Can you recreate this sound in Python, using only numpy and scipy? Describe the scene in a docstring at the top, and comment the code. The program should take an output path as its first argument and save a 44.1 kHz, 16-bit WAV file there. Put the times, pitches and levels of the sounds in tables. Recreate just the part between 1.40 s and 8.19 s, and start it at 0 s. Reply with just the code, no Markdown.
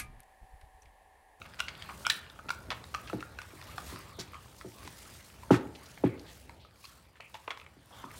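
"""Teeth slip and crack on a large raw bone that dogs gnaw on a wooden board indoors.
Slips excite dying modes of hollow, shaft and tooth edge; crunches and gnawing are grainy coloured noise.
The bone thuds on the board, whose low modes arrive last; fur and meat rub as patchy bright noise.
A low noise rumble lies beneath, and sparse decaying taps add the room to teeth and board."""
import sys
import numpy as np
from scipy import signal
from scipy.fft import rfft, irfft
from scipy.io import wavfile
from scipy.ndimage import uniform_filter1d

SR = 44100
rng = np.random.default_rng(int(sys.argv[2]) if len(sys.argv) > 2 else 0)


def dump(signal):
    """Clip the signal to [-1, 1] and save it as 16-bit WAV at the path in sys.argv[1]."""
    limited = np.clip(np.atleast_2d(signal).T, -1, 1)
    pcm = np.round(limited * 32767).astype(np.int16)
    wavfile.write(sys.argv[1], SR, pcm)


N = 299439

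# teeth slipping off bone: (time [s], peak before high-pass [dB], hollow ring [Hz], hollow weight [dB],
# edge weight [dB], shaft ring [Hz], edge ring [Hz])
CRACKS = [(0.018, -32.5, 1410, -7, -34, 2700, 3410), (0.195, -29, 1440, -8, -7, 2900, 5450),
          (0.203, -16, 1454, -7.5, -6.5, 2840, 5440), (0.423, -30, 1100, -37, 0, 2400, 3180),
          (0.496, -36.5, 1070, -20, -33, 2400, 3900), (0.508, -36.5, 940, -1, -34, 2400, 3900),
          (0.6667, -13.5, 1420, -5.5, -5.5, 2420, 5360), (0.6999, -10, 1960, -16, 3, 3150, 3840),
          (0.7025, -12.5, 1792, -6.5, 2.5, 2220, 4030), (0.9, -37.5, 1250, -40, 11, 2370, 3660),
          (0.991, -35.5, 1280, -1, -25, 2400, 3900), (1.087, -32, 1350, -4, -18, 2700, 3530),
          (1.092, -23, 1336, -4, -7, 2750, 3680), (1.1043, -17.5, 1420, -3.5, -5.5, 2350, 4000),
          (1.305, -25, 1020, -20, -5.5, 3400, 4100), (1.441, -33, 1460, -15, -1, 1840, 3830),
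          (1.542, -26.5, 1277, -2.5, -10, 2740, 4060), (1.5471, -22, 1225, -4.5, -9, 2730, 4230),
          (1.698, -30, 1295, -4, -6.5, 2730, 4170), (1.731, -27.5, 700, -4.5, -14, 1480, 3880),
          (1.807, -33, 1270, -10, -5.5, 2680, 3800), (1.827, -28, 1400, -4, -12, 1810, 3440),
          (1.988, -26.5, 1465, -4, -9, 2410, 3820), (2.017, -34, 1210, -7.5, -5, 2200, 5560),
          (2.215, -38, 1930, -15, -3.5, 2200, 3900), (2.225, -35.5, 1160, 2, 4, 2400, 3860),
          (2.381, -24.5, 1206, -1.5, -7.5, 2450, 3460), (2.934, -36.5, 1200, -1, -18, 2300, 3800),
          (2.944, -35.5, 1140, -8, -10, 2300, 3600), (3.212, -31.5, 1320, -10, -6, 1850, 3700),
          (3.476, -31.5, 1005, -6.5, -5, 2000, 3940), (4.033, -39, 1010, -1, -25, 1700, 3900),
          (4.576, -36.5, 860, -8.5, -22, 2000, 3930), (4.796, -40, 744, -31, 4, 2630, 4400),
          (5.095, -35.5, 935, -5, -7.5, 2280, 4200), (5.249, -45.5, 1293, -1.5, -17, 2430, 3900),
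          (5.442, -39.5, 1130, -6, -8, 2500, 4400), (5.453, -35, 1370, -14.5, -5, 2690, 4300),
          (5.8059, -33.5, 1000, -20, -6.5, 2360, 3530), (5.943, -33.5, 920, -1, -1, 2400, 3350),
          (5.952, -34, 916, -3, -20, 2250, 3370), (6.078, -26.5, 1025, -4, -41, 2200, 3300),
          (6.106, -23.5, 1075, -11, -19, 2480, 3120), (6.119, -37, 1280, 0, -22, 2470, 3310),
          (6.174, -31.5, 1060, -8.5, -3.5, 2080, 3270), (6.199, -39, 1120, -18, -9, 2500, 3400),
          (6.215, -38, 1280, -11, -20, 2440, 3400), (6.264, -38, 1250, -15, -32, 2260, 3400),
          (6.641, -31, 1090, 0.5, -35, 2380, 3900)]
# modes of bone hollow: (multiple of hollow ring [1], level [dB], t60 [s])
HOLLOW_MODES = [(1, 0, .023), (1.1, -9, .012)]
# upper modes of bone shaft: (multiple of shaft ring [1], level [dB], t60 [s])
SHAFT_MODES = [(1, 0, .006), (.83, -7, .004), (1.2, -6, .004)]
# modes of tooth edge and splinters: (multiple of edge ring [1], level [dB], t60 [s])
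EDGE_MODES = [(1, 0, .0034), (1.2, -6, .0024), (1.4, -8, .002), (1.8, -15, .002), (2.4, -16, .0015),
              (3.3, -21, .001)]
# dense runs of small fractures: (time [s], rms before envelope [dB], fade length [s],
# centre [Hz], width [octaves])
CRUNCHES = [(0.052, -49, 0.018, 1490, 0.81), (0.188, -42.5, 0.016, 2000, 0.95),
            (0.351, -47.5, 0.0035, 3170, 0.43), (0.282, -40.5, 0.017, 2220, 0.81),
            (0.487, -45, 0.038, 1140, 0.38), (0.648, -42, 0.023, 1400, 0.11),
            (0.651, -38, 0.019, 2720, 0.32), (0.698, -32, 0.019, 2440, 0.46),
            (1.303, -35, 0.03, 1280, 1.05), (1.67, -46.5, 0.023, 2460, 0.71),
            (2.171, -50, 0.0068, 2110, 0.2), (2.269, -52, 0.005, 2800, 0.78),
            (2.282, -59, 0.062, 1270, 0.17), (2.457, -52.5, 0.094, 3620, 1.6),
            (2.49, -55, 0.088, 1020, 0.17), (2.652, -57, 0.098, 1170, 0.13),
            (2.788, -47, 0.044, 1280, 1.86), (2.79, -42.5, 0.03, 4500, 0.51),
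            (2.946, -47.5, 0.028, 1156, 0.14), (3.344, -59.5, 0.12, 1125, 0.13),
            (3.446, -55.5, 0.051, 2500, 0.97), (4.107, -42, 0.063, 2420, 1.2),
            (4.35, -52.5, 0.017, 3100, 0.66), (4.457, -52, 0.013, 4800, 0.4),
            (4.107, -34, 0.063, 870, 1.06), (4.636, -47, 0.054, 1450, 0.81),
            (4.686, -56.5, 0.074, 2210, 0.16), (4.862, -58, 0.065, 3400, 0.41),
            (5.195, -64, 0.087, 3600, 0.33), (5.445, -47, 0.015, 4430, 0.14),
            (5.755, -58.5, 0.026, 1500, 0.91), (5.801, -55, 0.081, 2420, 0.22),
            (5.799, -49.5, 0.011, 750, 0.65), (5.941, -51, 0.03, 1120, 1.4), (6.078, -36, 0.009, 880, 1.05),
            (6.104, -41, 0.018, 1400, 1.05), (6.504, -56.5, 0.08, 800, 0.74),
            (6.52, -61.5, 0.14, 3280, 0.15), (6.572, -56.5, 0.081, 1040, 0.62),
            (6.648, -55, 0.081, 1200, 0.094), (6.707, -51, 0.008, 2000, 0.3),
            (6.735, -55, 0.033, 1350, 0.53)]
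# steady movement: (time [s], rumble level before swell [dB], gnawing level before swell [dB])
MOVES = [(0.0, -54.5, -63), (0.64, -54.5, -58.5), (0.98, -54, -61.5), (1.23, -52.5, -60), (2.21, -55, -61),
         (2.5, -50, -55.5), (2.7, -53.5, -58.5), (3.1, -57, -63.5), (3.38, -55, -62.5), (3.93, -57.5, -60),
         (4.18, -54, -60.5), (4.69, -52.5, -62), (5.26, -61, -69), (5.75, -63, -68.5), (6.01, -62, -67.5),
         (6.49, -61, -67), (6.79, -55, -62)]
# relative spectrum of teeth grinding on bone: (frequency [Hz], density [dB per Hz])
GNAW_SPECTRUM = [(400, -27), (520, -15.5), (644, -26), (787, -6.5), (1100, 0.5), (1600, -1.5),
                 (5000, -11.5), (8000, -60)]
# fur and meat rubbing: (time [s], level [dB])
RUBBING = [(0.0, -65.5), (0.34, -67), (0.62, -54.5), (0.87, -67.5), (1.72, -60.5), (1.9, -66), (2.5, -53),
           (2.76, -65.5), (3.65, -55.5), (4.25, -66.5), (4.52, -59), (4.78, -70), (4.92, -59), (5.3, -76.5),
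           (5.46, -57), (5.73, -76.5), (5.94, -65.5), (6.4, -73), (6.58, -58.5), (6.68, -65), (6.79, -52.5)]
# relative spectrum of rubbing: (frequency [Hz], density [dB per Hz])
RUSTLE_SPECTRUM = [(880, -44), (1500, -5), (2840, -2.5), (3720, -1), (8880, -2), (15100, -8.5)]
# bone landing on board: (time [s], peak before high-pass [dB], upper-mode boost [dB],
# contact decay, floored at 1 ms [s])
THUDS = [(1.057, -41, 20, 0.02), (1.284, -42.5, 8, 0.045), (1.731, -25, -3, 0.032),
         (2.132, -44.5, -17, 0.024), (2.524, -38, -17, 0.035), (2.785, -37, 3, 0.026),
         (3.246, -36, -22, 0.024), (3.45, -44, 2, 0.084), (4.107, -5.5, 8, 0.00089),
         (4.25, -36, -10, 0.011), (4.6384, -12, -2.5, 0.0012), (4.783, -44, -3, 0.011),
         (6.366, -51, -3, 0.0082), (6.638, -41, 6, 0.0093)]
# modes of the board: (frequency [Hz], level [dB], t60 [s], signed first swing [1])
BOARD_MODES = [(60, -21, 0.11, 1), (121, -5, 0.17, -1.2), (171.5, -2, 0.13, 0.98), (226, -4, 0.09, -1.3),
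               (274.6, 0, 0.16, 1), (310, -3, 0.18, 1), (366.3, -4.5, 0.19, 1), (408, -10, 0.15, 0.93),
               (516, -0.5, 0.03, 0.91), (640, -3.5, 0.022, -1.4), (825, -4, 0.048, -1.01),
               (933, -10.5, 0.04, -1), (1337, -8.5, 0.022, 0.92)]
# relative spectrum of rumble through the board: (frequency [Hz], density [dB per Hz])
RUMBLE_SPECTRUM = [(25, -24), (60, 8), (81, 7), (115, 3), (255, -6), (465, -9), (600, -7), (752, -10.5),
                   (900, -9.5), (1170, -44)]
# room decay: (frequency [Hz], t60 [s])
ROOM_DECAY = [(150, 0.29), (400, 0.65), (1040, 0.48), (2760, 0.35), (7280, 0.21)]

# tiny slips around a crack
SLIP_SHARE, CREEP_S, SLIP_S = .6, .0011, .002
# faint slips; level above gnawing
NIBBLES_PER_S, NIBBLE_DB, NIBBLE_SPREAD_DB = 9, 12.5, 3
# longer crunches are smoother and hold their level
GRAIN_SPREAD_DB, SMOOTH_S, HOLD_PER_S = 4, .13, 40
# uneven pressure of paws and jaws
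SWELL_PER_S, RUMBLE_SWELL_DB, GNAW_SWELL_DB = 7, 1.8, 3.2
GNAW_PATCH_DB, RUSTLE_PATCH_DB = 3.5, 1.8
RUSTLE_PER_S, RUSTLE_DEPTH_DB = 180, 2.2
# hiss of splinters and wet meat, and its bright first puff; level re crack peak at edge weight >= 0 dB
SPRAY_DB, SPRAY_T60_S = -33, 0.26
PUFF_DB, PUFF_T60_S = -30, 0.032
SPRAY_GRAINS_PER_S, SPRAY_GRAIN_DB = 400, 4
# wet ticks; median level re rubbing, before high-pass
SPIT_PER_S, SPIT_DB, SPIT_HZ = 14, 9, 7500
# delay of a 300 Hz board mode, growth toward the bass, build-up
LAG_S, LAG_POWER, SWELL_CYCLES = .0024, 1.9, 0.26
IN_STEP_S = .0053  # common zero of board-mode phases after touch
TEETH_ROOM_DB, BOARD_ROOM_DB = -11.0, -16.5
EDGE_HZ = 15900


def cracks():
    """A clean slip amid tiny ones rings hollow, shaft and tooth edge."""
    out, t = np.zeros(N), np.arange(600) / SR
    release_s = t[90]
    rows = list(CRACKS) + nibbles()
    tiny_slips = rng.standard_normal((len(rows), 600)) * (rng.random((len(rows), 600)) < .06)
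    for (s, db, hollow_hz, hollow_db, edge_db, shaft_hz, edge_hz), slips in zip(rows, tiny_slips):
        decay_s = np.where(t < release_s, CREEP_S, SLIP_S)
        drive = SLIP_SHARE * slips * np.exp(-abs(t - release_s) / decay_s)
        drive[90] = 1  # the tooth creeps, then lets go
        hollow, edge = gain_of(hollow_db), gain_of(edge_db)
        shaft = np.sqrt(max(1 - hollow ** 2 - edge ** 2, .03))
        parts = [(hollow, hollow_hz, HOLLOW_MODES), (shaft, shaft_hz, SHAFT_MODES),
                 (edge, edge_hz, EDGE_MODES)]
        sound = 0
        for weight, base_hz, table in parts:
            modes = [(base_hz * k, level_db, t60_s) for k, level_db, t60_s in table]
            answer = ring(modes, count=1500, rise_s=0.37 / modes[0][0])
            sound = sound + weight * peaked(signal.fftconvolve(drive, answer))
        add(out, s + .0003 - release_s, gain_of(db) * peaked(sound))
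    return high_pass(out, 550, order=2)  # cracks are thin, with little below 550 Hz


def nibbles():
    """Faint slips at chance times follow the gnawing level; rows as in CRACKS."""
    draw = rng.random((round(NIBBLES_PER_S * N / SR), 7))
    s = draw[:, 0] * N / SR
    gnaw_db = np.interp(s, *np.transpose(MOVES)[[0, 2]])
    db = gnaw_db + NIBBLE_DB + NIBBLE_SPREAD_DB * (2 * draw[:, 1] - 1)
    return list(zip(s, db, 900 + 550 * draw[:, 2], -20 * draw[:, 3], -25 * draw[:, 4],
                    1900 + 1000 * draw[:, 5], 3300 + 2000 * draw[:, 6]))


def crunches():
    """Small fractures make uneven noise grains with quick start, fading end and one spectral hump."""
    out, hz = np.zeros(N), np.fft.rfftfreq(16384, 1 / SR) + 1
    for s, db, length_s, centre_hz, octaves in CRUNCHES:
        spread_db = GRAIN_SPREAD_DB * np.exp(-length_s / SMOOTH_S)
        grain_gain = gain_of(spread_db * rng.standard_normal(256)).repeat(64)
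        grains = rng.standard_normal(16384) * grain_gain
        colour = np.exp(-.5 * (np.log2(hz / centre_hz) / max(octaves, .05)) ** 2)
        u = np.arange(16384) / SR / length_s
        envelope = np.minimum(u / 0.052, 1) * np.exp(-u ** (2 + HOLD_PER_S * length_s))
        add(out, s, gain_of(db) * evened(irfft(rfft(grains) * colour)) * envelope)
    return out


def gnawing():
    """Teeth grinding on bone: noise and uneven slips, in patches of pitch and time."""
    grind = coloured(grainy(per_s=140, spread_db=4.0, share=0.19), GNAW_SPECTRUM)
    level = gain_of(track(MOVES, 2))
    return level * patchy(grind, GNAW_PATCH_DB) * flutter(SWELL_PER_S, GNAW_SWELL_DB)


def rubbing():
    """Fur and meat rub as fluttering noise, joined by the spray of cracks and wet ticks."""
    noise = rng.standard_normal(N) * flutter(RUSTLE_PER_S, RUSTLE_DEPTH_DB)
    hairs = patchy(coloured(noise, RUSTLE_SPECTRUM), RUSTLE_PATCH_DB)
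    level = gain_of(track(RUBBING, 1))
    return np.hypot(level, spray()) * hairs + level * spit()


def spray():
    """Each listed crack leaves a bright puff and a dying, grainy hiss, as a gain."""
    starts, t = np.zeros(N), np.arange(SR // 2) / SR
    for s, db, _, _, edge_db, *_ in CRACKS:  # dull cracks splinter less
        add(starts, s, gain_of([2 * db + min(edge_db, 0)]))
    # powers, hence doubled dB
    hiss = gain_of(2 * (SPRAY_DB - 60 * t / SPRAY_T60_S))
    puff = gain_of(2 * (PUFF_DB - 60 * t / PUFF_T60_S))
    power = abs(signal.fftconvolve(starts, hiss + puff)[:N])
    return np.sqrt(power) * flutter(SPRAY_GRAINS_PER_S, SPRAY_GRAIN_DB)


def spit():
    """Sparse wet ticks, each a high-passed noise burst decaying in about a millisecond."""
    size = gain_of(SPIT_DB + 5 * rng.standard_normal(N)) * (rng.random(N) < SPIT_PER_S / SR)
    envelope = np.convolve(size, np.exp(-np.arange(200) / 40))[:N]
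    return high_pass(rng.standard_normal(N) * envelope, SPIT_HZ, order=3)


def thuds():
    """The bone lands in uneven contacts; bending waves in the board bring low modes last."""
    out, t = np.zeros(N), np.arange(2600) / SR
    u = np.arange(12000) / SR
    contacts = rng.standard_normal((len(THUDS), 2600)) * (rng.random((len(THUDS), 2600)) < .007)
    for (s, db, hard_db, contact_s), touches in zip(THUDS, contacts):
        drive = 0.4 * touches * np.exp(-t / max(contact_s, 1e-3))
        drive[0] = 1
        drive = np.convolve(drive, np.hanning(24))  # meat softens each contact
        board = np.zeros(20000)
        for hz, mode_db, t60_s, side in BOARD_MODES:
            top_db = hard_db * np.clip((hz - 700) / 500, 0, 1)
            lag_s = LAG_S * (300 / hz) ** LAG_POWER
            build_up = 1 - np.exp(-u * hz / SWELL_CYCLES)
            swing = side * np.sin(2 * np.pi * hz * (u + lag_s - IN_STEP_S)) * build_up
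            add(board, lag_s, gain_of(mode_db + top_db - 60 * u / t60_s) * swing)
        add(out, s - .0015, gain_of(db) * peaked(signal.fftconvolve(drive, board)))
    return high_pass(out, 48, order=3)


def rumble():
    """Shuffling heard through the board: low noise with sparse slips, swelling unevenly."""
    low = coloured(grainy(per_s=30, spread_db=1.0, share=0.11), RUMBLE_SPECTRUM)
    return gain_of(track(MOVES, 1)) * low * flutter(SWELL_PER_S, RUMBLE_SWELL_DB)


def room(x):
    """Bands die at their own speed; three echo patterns cycle quickly, so the tail stays even and untuned."""
    out, at = np.zeros(N), np.arange(200, SR // 2 - 20, 20)
    for k in range(3):
        taps = np.zeros(SR // 2)
        taps[at + rng.integers(0, 20, len(at))] = rng.choice([-1., 1.], len(at))
        hz, t, z = signal.stft(taps, SR, nperseg=256)
        decay = gain_of(-60 * t / read(ROOM_DECAY, hz)[:, None])
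        tail = signal.istft(z * decay, SR, nperseg=256)[1]
        # signed shares at 15 Hz, total power constant
        share = np.sqrt(2 / 3) * np.cos(np.pi * (np.arange(N) / SR * 30 + k / 3))
        out += signal.fftconvolve(x * share, tail / np.linalg.norm(tail))[:N]
    return out


def ring(modes, count, rise_s):
    """Dying modes answer one tap, with an exponential rise."""
    t = np.arange(count) / SR
    sound = sum(gain_of(db - 60 * t / t60_s) * np.sin(2 * np.pi * hz * t) for hz, db, t60_s in modes)
    return sound * (1 - np.exp(-t / rise_s))


def grainy(per_s, spread_db, share):
    """Smooth noise mixed by power share with sparse slips of uneven size."""
    sizes = gain_of(spread_db * np.minimum(rng.exponential(1, N), 5))
    slips = sizes * (rng.random(N) < per_s / SR) * rng.choice([-1., 1.], N)
    return np.sqrt(1 - share) * rng.standard_normal(N) + np.sqrt(share) * evened(slips)


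def coloured(x, spectrum):
    """Filters a signal by the spectrum, at rms 1."""
    return evened(irfft(rfft(x) * gain_of(read(spectrum, np.fft.rfftfreq(N, 1 / SR))), N))


def patchy(x, depth_db):
    """Random gain patches, some hundred Hz by some ten ms, at rms 1."""
    z = signal.stft(x, nperseg=512)[2]
    over_time = uniform_filter1d(rng.standard_normal(z.T.shape), size=9, axis=0)
    patches = uniform_filter1d(over_time, size=7, axis=1)
    return evened(signal.istft(z * gain_of(depth_db * evened(patches).T), nperseg=512)[1][:N])


def flutter(per_s, depth_db):
    """Random swelling between knots, as a gain."""
    knots = np.arange(0, N + SR, SR / per_s)
    return gain_of(depth_db * np.interp(np.arange(N), knots, rng.standard_normal(len(knots))))


def track(table, column):
    """Interpolates a table column over time."""
    columns = np.transpose(table)
    return np.interp(np.arange(N) / SR, columns[0], columns[column])


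def read(points, hz):
    """Interpolates a table over log frequency."""
    f, value = np.transpose(points)
    return np.interp(np.log(hz + 1), np.log(f + 1), value)


def high_pass(x, hz, order):
    """Butterworth high-pass."""
    return signal.sosfilt(signal.butter(order, hz, "high", fs=SR, output="sos"), x)


def gain_of(db):
    """Converts dB to amplitude."""
    return 10 ** (np.asarray(db) / 20)


def evened(x):
    """Scales to rms 1."""
    return x / np.sqrt(np.mean(x ** 2) + 1e-20)


def peaked(x):
    """Scales to peak 1."""
    return x / (np.abs(x).max() + 1e-12)


def add(mix, s, sound):
    """Adds a sound at a time in seconds, cut at the end of the mix."""
    part = mix[max(round(s * SR), 0):][:len(sound)]
    part += sound[:len(part)]


def scene():
    """Sums teeth, board, their room, rubbing and rumble."""
    teeth, board = cracks() + crunches(), thuds()
    echoes = room(gain_of(TEETH_ROOM_DB) * teeth + gain_of(BOARD_ROOM_DB) * board)
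    return (teeth + board + echoes + gnawing() + rubbing() + rumble())[None]


def record(dry):
    """The microphone drops the deepest bass; then the band limit."""
    thinned = high_pass(dry, 42, order=4)
    band_limit = signal.firwin(511, EDGE_HZ, window=("kaiser", 9), fs=SR)
    return signal.oaconvolve(thinned, band_limit[None], "same")


dry = scene()
out = record(dry)
dump(out)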